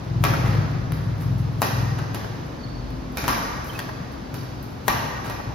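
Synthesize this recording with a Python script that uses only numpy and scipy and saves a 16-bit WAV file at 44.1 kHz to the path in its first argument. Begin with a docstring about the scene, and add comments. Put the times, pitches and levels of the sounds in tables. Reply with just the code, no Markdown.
"""Steady hall noise and a slow engine's throb, probably a motorbike outside, run under a badminton rally.
The place is a large sheet-metal hall, heard by a close microphone pair behind the near court of a doubles game.
Each stroke is a string-bed thud of decaying sines and a flat-spectrum crack of cork and feathers,
thrown back by floor, walls and a long reverberation of decaying noise bands.
Shoes scuff in grainy noise and squeak in gliding tones; the engine is a train of pulses ringing its exhaust."""
import sys
import numpy as np
from scipy import signal
from scipy.fft import rfft, irfft, next_fast_len
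from scipy.io import wavfile
from scipy.ndimage import uniform_filter1d

SR = 44100
rng = np.random.default_rng(int(sys.argv[2]) if len(sys.argv) > 2 else 0)


def generate_wav(signal):
    """Clip the signal to [-1, 1] and save it as 16-bit WAV at the path in sys.argv[1]."""
    frames = np.transpose(np.atleast_2d(signal))
    scaled = np.clip(frames, -1, 1) * 32767
    pcm = np.round(scaled).astype(np.int16)
    wavfile.write(sys.argv[1], SR, pcm)


N = 244314
TIME = np.arange(N) / SR
FREQS = np.fft.rfftfreq(N, 1 / SR)


def undb(db):
    """Decibels to gain."""
    return 10 ** (np.asarray(db) / 20)


def contour(points, hz):
    """Values of (frequency [Hz], value) points joined on a log-frequency axis."""
    at, value = np.transpose(points)
    return np.interp(np.log(hz + 1), np.log(at), value)


def colour(x, points):
    """Filter by a (frequency [Hz], gain [dB]) curve."""
    length = x.shape[-1]
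    size = next_fast_len(length + 2048)  # padded so the filter's tail does not wrap round
    gain = undb(contour(points, np.fft.rfftfreq(size, 1 / SR)))
    return irfft(rfft(x, size) * gain, size)[..., :length]


def unit(x):
    """Scale to rms 1."""
    return x / np.sqrt(np.mean(x ** 2))


def ring(modes, t):
    """Struck modes (frequency [Hz], level [dB], t60 [s]) as decaying sines."""
    return sum(undb(db - 60 * t / t60) * np.sin(2 * np.pi * hz * t) for hz, db, t60 in modes)


def add(track, at, sound, pan_db=0):
    """Mix a sound into a stereo track at a time [s]; positive pan leans left."""
    start = max(int(at * SR), 0)
    panned = sound * undb([[pan_db / 2], [-pan_db / 2]])
    part = panned[:, :max(N - start, 0)]
    track[:, start:start + part.shape[1]] += part


def walk(rate):
    """Smooth random drift of rms 1 or near it, with a new target at the given rate [per s]."""
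    hold = int(SR / rate)
    steps = np.repeat(rng.standard_normal(N // hold + 1), hold)
    return unit(uniform_filter1d(steps, hold)[:N])


# the hall's steady noise: (frequency [Hz], level [dB per Hz])
NOISE_SPECTRUM = [(22, -99), (42, -93), (65, -50), (105, -67.5), (170, -59.5), (270, -60.5), (420, -68),
                  (1000, -72.5), (2000, -81.5), (3200, -85.5), (5000, -87), (7500, -99), (13000, -102),
                  (16000, -114)]


def ambience(drift_db=0.5):
    """Diffuse noise of fans and traffic, independent in each channel, swelling slightly."""
    noise = colour(rng.standard_normal((2, N)), NOISE_SPECTRUM) * np.sqrt(SR / 2)
    return noise * undb(drift_db * walk(2.66))


# the engine idles, and is opened up once; rates in firings per second
IDLE_HZ, IDLE_WANDER_HZ = 20.966, .3
REV_AT_S, REV_WIDTH_S, REV_RISE_HZ = 2.95, .5, 3.1
# its throb holds, then fades to a faint remainder as it moves off, wavering a little on the way
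NEAR_DB, FAR_DB, LEAVES_S, RECEDE_S, THROB_WAVER_DB = -28.5, -40, 0.83, 2.3, 1.44
# a deep boom at twice the firing rate grows with the rev and wavers
BOOM_DB, BOOM_DB_PER_HZ, BOOM_WAVER_DB = -49, 3.5, 3.5
# exhaust resonances: (frequency [Hz], relative level [dB], t60 [s])
EXHAUST_MODES = [(107.8, -4.5, 0.098), (133.3, 5.5, 0.036), (156, -15.5, 0.029)]


def engine(start_phase=.6, scatter_db=4.0, jitter_s=.0011, bark_db=-46, throttle_db=2.0):
    """One cylinder fires into its exhaust; the walls pass only the lows; throttle adds a bark and a boom."""
    rev = REV_RISE_HZ * np.exp(-((TIME - REV_AT_S) / REV_WIDTH_S) ** 2)
    rate = IDLE_HZ + rev + IDLE_WANDER_HZ * walk(2.5)
    receding = np.clip((TIME - LEAVES_S) / RECEDE_S, 0, 1)
    throb_curve = NEAR_DB + (FAR_DB - NEAR_DB) * receding + THROB_WAVER_DB * walk(4.96)
    boom_curve = BOOM_DB + BOOM_DB_PER_HZ * rev + BOOM_WAVER_DB * walk(6.76)

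    # one pulse per firing, uneven in time and strength
    turns = start_phase + np.cumsum(rate) / SR
    firings = np.flatnonzero(np.diff(np.floor(turns)))
    chance = rng.standard_normal((len(firings), 2))
    jitter = (chance[:, 0] * jitter_s * SR).astype(int)
    pulses = np.zeros(N)
    pulses[np.clip(firings + jitter, 0, N - 1)] = undb(scatter_db * chance[:, 1])

    throb = signal.fftconvolve(pulses, ring(EXHAUST_MODES, TIME[:SR // 4]))[:N]
    throb = unit(colour(throb, [(30, -16), (75, -6.0), (110, -3.5), (160, 1), (210, -5.0), (500, -72)]))
    bark = unit(colour(pulses, [(100, -59), (170, -8.0), (250, -2), (340, -11.5), (700, -36.0), (4000, -100)]))
    boom = np.sqrt(2) * np.sin(4 * np.pi * turns)
    # the bark follows the throttle [dB per Hz] and, half as strongly, the nearness of the engine
    nearness_db = throb_curve - throb_curve.mean()
    bark_curve = bark_db + throttle_db * (rate - rate.mean()) + nearness_db / 2
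    pipe = throb * undb(throb_curve) + bark * undb(bark_curve)
    return pipe, boom * undb(boom_curve)


# hall reverberation by band: (frequency [Hz], relative level [dB], t60 [s])
HALL_BANDS = [(58.6, -23, 1.04), (236, -20, 1.64), (474, -28.5, 3.7), (870, -27, 1.72), (1550, -26, 2.15),
              (3200, -27.5, 1.39), (5270, -23, 1.76), (8000, -43.5, 0.63), (11100, -27.5, 0.98),
              (17000, -32, 0.4)]


def hall(x, build_s=0.0024, early_db=3, early_s=0.095):
    """Diffuse reverberation: noise bands die at their own rates, and nearby surfaces strengthen the start."""
    size = 2 ** 17
    t, hz = TIME[:size], np.fft.rfftfreq(size, 1 / SR)
    noise, response = rfft(rng.standard_normal((2, size))), 0
    centres = np.array(HALL_BANDS)[:, 0]
    for (_, db, t60), own in zip(HALL_BANDS, np.eye(len(HALL_BANDS))):
        # a peak of 1 at its own centre, falling to 0 at the neighbouring ones
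        band = contour(np.column_stack([centres, own]), hz)
        response = response + irfft(noise * band) * undb(db - 60 * t / t60)
    response = response * (1 - np.exp(-t / build_s)) * undb(early_db * np.exp(-t / early_s))
    return signal.fftconvolve(x, response, axes=1)[:, :N]


# light shuffling at loose intervals; the spread is either way of the level
SHUFFLES_PER_S, SHUFFLE_DB, SHUFFLE_SPREAD_DB, SHUFFLE_S, SHUFFLE_BRIGHT_DB = 3, -61, 2.5, .03, 8


def shuffles():
    """Faint scuffs at loose intervals, as rows like those of the clear scuffs."""
    count = int(SHUFFLES_PER_S * N / SR)
    rows = []
    for k, (when, size) in enumerate(rng.random((count, 2))):
        db = SHUFFLE_DB + SHUFFLE_SPREAD_DB * (2 * size - 1)
        rows.append(((k + when) / SHUFFLES_PER_S, db, SHUFFLE_S, SHUFFLE_BRIGHT_DB))
    return rows


# the clearest shoe scuffs on the court mat, levels before colouring; the first row is not a scuff but a dull
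# swell that trails the first stroke: # (time [s], level [dB], length [s], brightness [dB])
CLEAR_SCUFFS = [(0.453, -30.5, 0.12, -17), (0.918, -37, 0.01, -1), (1.202, -42.5, 0.044, -2),
                (1.379, -43, 0.037, -2), (1.983, -25.5, 0.013, -14), (3.24, -24.5, 0.017, -14),
                (3.641, -48, 0.082, 8), (3.732, -38.5, 0.12, -6.5), (4.624, -51.5, 0.018, 13.5),
                (5.243, -29.5, 0.036, -9.5)]


def scuffs(grain_db=4, rise_s=0.001):
    """Soles rasp over the mat in grainy noise bursts."""
    out = np.zeros((2, N))
    t = TIME[:SR // 3]
    for at, db, length, bright_db in list(CLEAR_SCUFFS) + shuffles():
        grains = rng.standard_normal(len(t)) * undb(grain_db * walk(700)[:len(t)])
        treble = [(6500, -8 + bright_db / 2), (12000, bright_db), (16500, bright_db - 13)]
        rasp = colour(unit(grains), [(200, 6), (1200, 6.5), (3000, -4.5)] + treble)
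        swell = (1 - np.exp(-t / rise_s)) * np.exp(-(t / length) ** 2)
        add(out, at, undb(db) * rasp * swell)
    return out


# rubber soles squeaking: (time [s], pitch [Hz], level [dB], length [s])
SOLE_SQUEAKS = [(2.585, 4590, -53, 0.044), (2.628, 4470, -41, 0.026), (2.645, 4480, -55.5, 0.2),
                (3.692, 3100, -33.5, 0.017), (3.741, 2570, -39.5, 0.03), (4.35, 4620, -55, 0.124),
                (5.254, 6300, -42, 0.01)]


def squeaks(glide=0.012, waver=0.016, flutter_db=3):
    """Soles stick and slip fast enough to sing; the tone flutters and sinks slightly."""
    out = np.zeros((2, N))
    t = TIME[:SR // 3]
    for at, hz, db, length in SOLE_SQUEAKS:
        slide = np.minimum(t / length, 1)
        # glide and waver are fractions of the pitch
        pitch = hz * (1 - glide * (slide - .5) + waver * walk(440)[:len(t)])
        grip = undb(db + flutter_db * walk(103)[:len(t)]) * np.sin(np.pi * slide)
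        add(out, at, grip * np.sin(2 * np.pi * np.cumsum(pitch) / SR))
    return out


def swish(rise_s=0.014):
    """Air hisses through the strings, swelling as the racket head speeds up."""
    t = TIME[:SR // 10]
    hiss = colour(rng.standard_normal(len(t)),
                  [(300, 6), (1500, -1), (5000, -13), (13000, -3), (16500, -10)])
    return hiss * np.exp((t - t[-1]) / rise_s)


def scatter(x, spread_s):
    """A ribbed surface returns many small echoes, different in each ear, of the same total energy."""
    t = TIME[:SR // 8]
    echoes = rng.standard_normal((2, len(t))) * (t / spread_s) * np.exp(-t / spread_s)
    return signal.fftconvolve(x[None], unit(echoes) / np.sqrt(len(t)), axes=1)


OVERTONES_DB_PER_HALVING = 3  # a contact half as long brings out the overtones of the bed
# string bed damped by the shuttle: (multiple of its pitch, relative level [dB], t60 after a 1 ms contact [s])
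BED_MODES = [(1, 0, 0.0052), (1.55, -15, 0.013), (1.95, -10, 0.0072), (2.65, -2, 0.0031), (3.9, -33, 0.022)]
# strings and frame ringing on once the shuttle has left: (frequency [Hz], relative level [dB], t60 [s])
FRAME_MODES = [(796, -35, 0.047), (930, -23, 0.016), (1147, -31, 0.13), (1615, -47, 0.11),
               (1869, -28, 0.054), (2363, -34.5, 0.055)]


def stroke(thud_db, pitch_hz, contact_ms, crack_db, crack_s=0.00093):
    """Cork sinks into the string bed, feathers crack against it, and the freed strings ring briefly."""
    t = TIME[:SR // 5]
    # a shorter, harder contact gives a drier and broader pock
    overtones_db = -OVERTONES_DB_PER_HALVING * np.log2(contact_ms)
    bed = [(pitch_hz * ratio, db + overtones_db * (k > 0), t60 * np.sqrt(contact_ms))
           for k, (ratio, db, t60) in enumerate(BED_MODES)]
    ringing = ring(bed, t) + np.sqrt(contact_ms) * ring(FRAME_MODES, t)
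    thud = ringing * (1 - np.exp(-1000 * t / contact_ms))
    burst = rfft(rng.standard_normal(len(t)) * np.sqrt(t) * np.exp(-t / crack_s))
    # the crack's spectrum is flattened so that it holds all frequencies evenly, before its colouring
    snap = irfft(burst / np.abs(burst), len(t)) * np.exp(-(t / (10 * crack_s)) ** 2)
    crack = colour(snap, [(150, 3.5), (450, 11.5), (2200, 3.0), (4200, -3.0),
                          (8000, -3.0), (13000, 1.5), (16500, -16)])
    return undb(thud_db) * thud, undb(crack_db) * crack


# racket strokes; those caught near the frame clack higher:
# (time [s], thud level [dB], string-bed pitch [Hz], contact [ms], crack level [dB],
#  floor bounce lag [ms], wall echo level [dB], hall level [dB], left minus right [dB])
RALLY_STROKES = [(0.239, 0, 808, 0.41, 1, 11.4, -6.5, -2.5, 12.5),
                 (1.6185, 1.5, 987, 0.75, 5.5, 8.6, -29, -5.5, 2),
                 (2.146, -12.5, 1080, 0.34, -7.5, 10, -4, -5, 4),
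                 (3.1718, -13.5, 2395, 2.3, -5.5, 11, -26, 1.5, -14),
                 (3.2798, -0.5, 1052, 1.5, 2, 7.4, -12, -1, 10),
                 (3.7909, -11, 1710, 0.93, -8, 10, -3.5, -9, 12.5),
                 (4.3420, -24.5, 930, 1.2, -13, 7.9, -10, -0.5, -8),
                 (4.8809, 5.5, 998, 0.92, 5.5, 4.76, -70, -5.5, 13.5),
                 (5.298, -12.5, 860, 0.79, -11.5, 10, -4.5, -2.5, -1)]


def rally(floor_db=-5, side_wall_s=0.0032, end_wall_s=.096, end_wall_db=0, return_db=-5,
          clutter_db=-5, swish_db=-39):
    """Each stroke arrives directly, off the floor, off the side and end walls, and off posts and benches."""
    near, thuds, cracks = (np.zeros((2, N)) for _ in range(3))
    for at, thud_db, pitch_hz, contact_ms, crack_db, floor_ms, wall_db, hall_db, pan_db in RALLY_STROKES:
        thud, crack = stroke(thud_db, pitch_hz, contact_ms, crack_db)
        hit = thud + crack
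        dull = colour(hit, [(1500, 1), (5000, -1.5), (13000, -5)])
        swing = swish()
        # the swing ends as the hit begins
        add(near, at - len(swing) / SR, undb(crack_db + swish_db) * swing, pan_db)
        add(near, at, hit, pan_db)
        add(near, at + floor_ms / 1000, undb(floor_db) * dull, pan_db)
        add(near, at + side_wall_s, undb(wall_db) * dull, pan_db=-8.5)
        add(near, at + side_wall_s, undb(clutter_db) * scatter(dull, spread_s=0.012))
        # the slap runs between the ribbed end walls, weaker on its return
        slap = undb(wall_db + end_wall_db) * colour(dull, [(1200, 9.0), (3000, -20.0), (12000, -21)])
        add(near, at + end_wall_s, scatter(slap, spread_s=0.0041))
        add(near, at + 2 * end_wall_s, undb(return_db) * scatter(slap, spread_s=0.025))
        # what goes out into the hall's reverberation
        add(thuds, at, undb(hall_db) * thud)
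        add(cracks, at, undb(hall_db) * crack)
    return near, thuds, cracks


def scene(scuff_hall_db=-6, squeak_hall_db=-13, engine_hall_db=-12):
    """Strokes, shoes and the engine's pipe share the one hall; its boom and the steady noise stay dry."""
    near, thuds, cracks = rally()
    rasps, chirps = scuffs(), squeaks()
    pipe, boom = engine()
    # string bed and feathers radiate in different directions, so they reach the ear by unrelated paths
    thud_reverb = hall(thuds + undb(engine_hall_db) * pipe)
    shoes = undb(scuff_hall_db) * rasps + undb(squeak_hall_db) * chirps
    crack_reverb = hall(cracks + shoes)
    return near + rasps + chirps + pipe + boom + thud_reverb + crack_reverb + ambience()


TOP_HZ = 16000  # upper limit of the microphones' band
# width heard by the close microphone pair: (frequency [Hz], side gain [dB])
PAIR_WIDTH = [(50, -23), (120, -10.5), (260, -5), (1000, 1.5), (2000, -1), (4400, -5.5), (6500, 4.5),
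              (8200, -120), (11000, -71), (15000, 7)]
# sensitivity of the pair: (frequency [Hz], left minus right [dB])
PAIR_BALANCE = [(200, 2.5), (1000, 0.6), (2200, 0.5), (4400, -6.5), (7500, 3.5), (13000, 1)]


def record(dry, port_hz=8400, port_width_hz=3000, low_cut_hz=36):
    """Two close microphones hear bass alike; a port resonance turns one's phase; peaks round, both ends cut."""
    left, right = rfft(dry)
    mid = (left + right) / 2
    side = (left - right) / 2 * undb(contour(PAIR_WIDTH, FREQS))
    lean = undb(contour(PAIR_BALANCE, FREQS) / 2)
    port = port_hz ** 2 - FREQS ** 2 + 1j * FREQS * port_width_hz
    all_pass = port.conj() / port  # turns phase, leaves level
    pair = irfft(np.array([(mid + side) * lean, (mid - side) / lean * all_pass]), N)
    low_cut = signal.butter(4, low_cut_hz, "high", fs=SR, output="sos")
    pair = signal.sosfilt(low_cut, np.tanh(pair))
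    return signal.sosfilt(signal.ellip(8, .2, 70, TOP_HZ, fs=SR, output="sos"), pair)


dry = scene()
out = record(dry)
generate_wav(out)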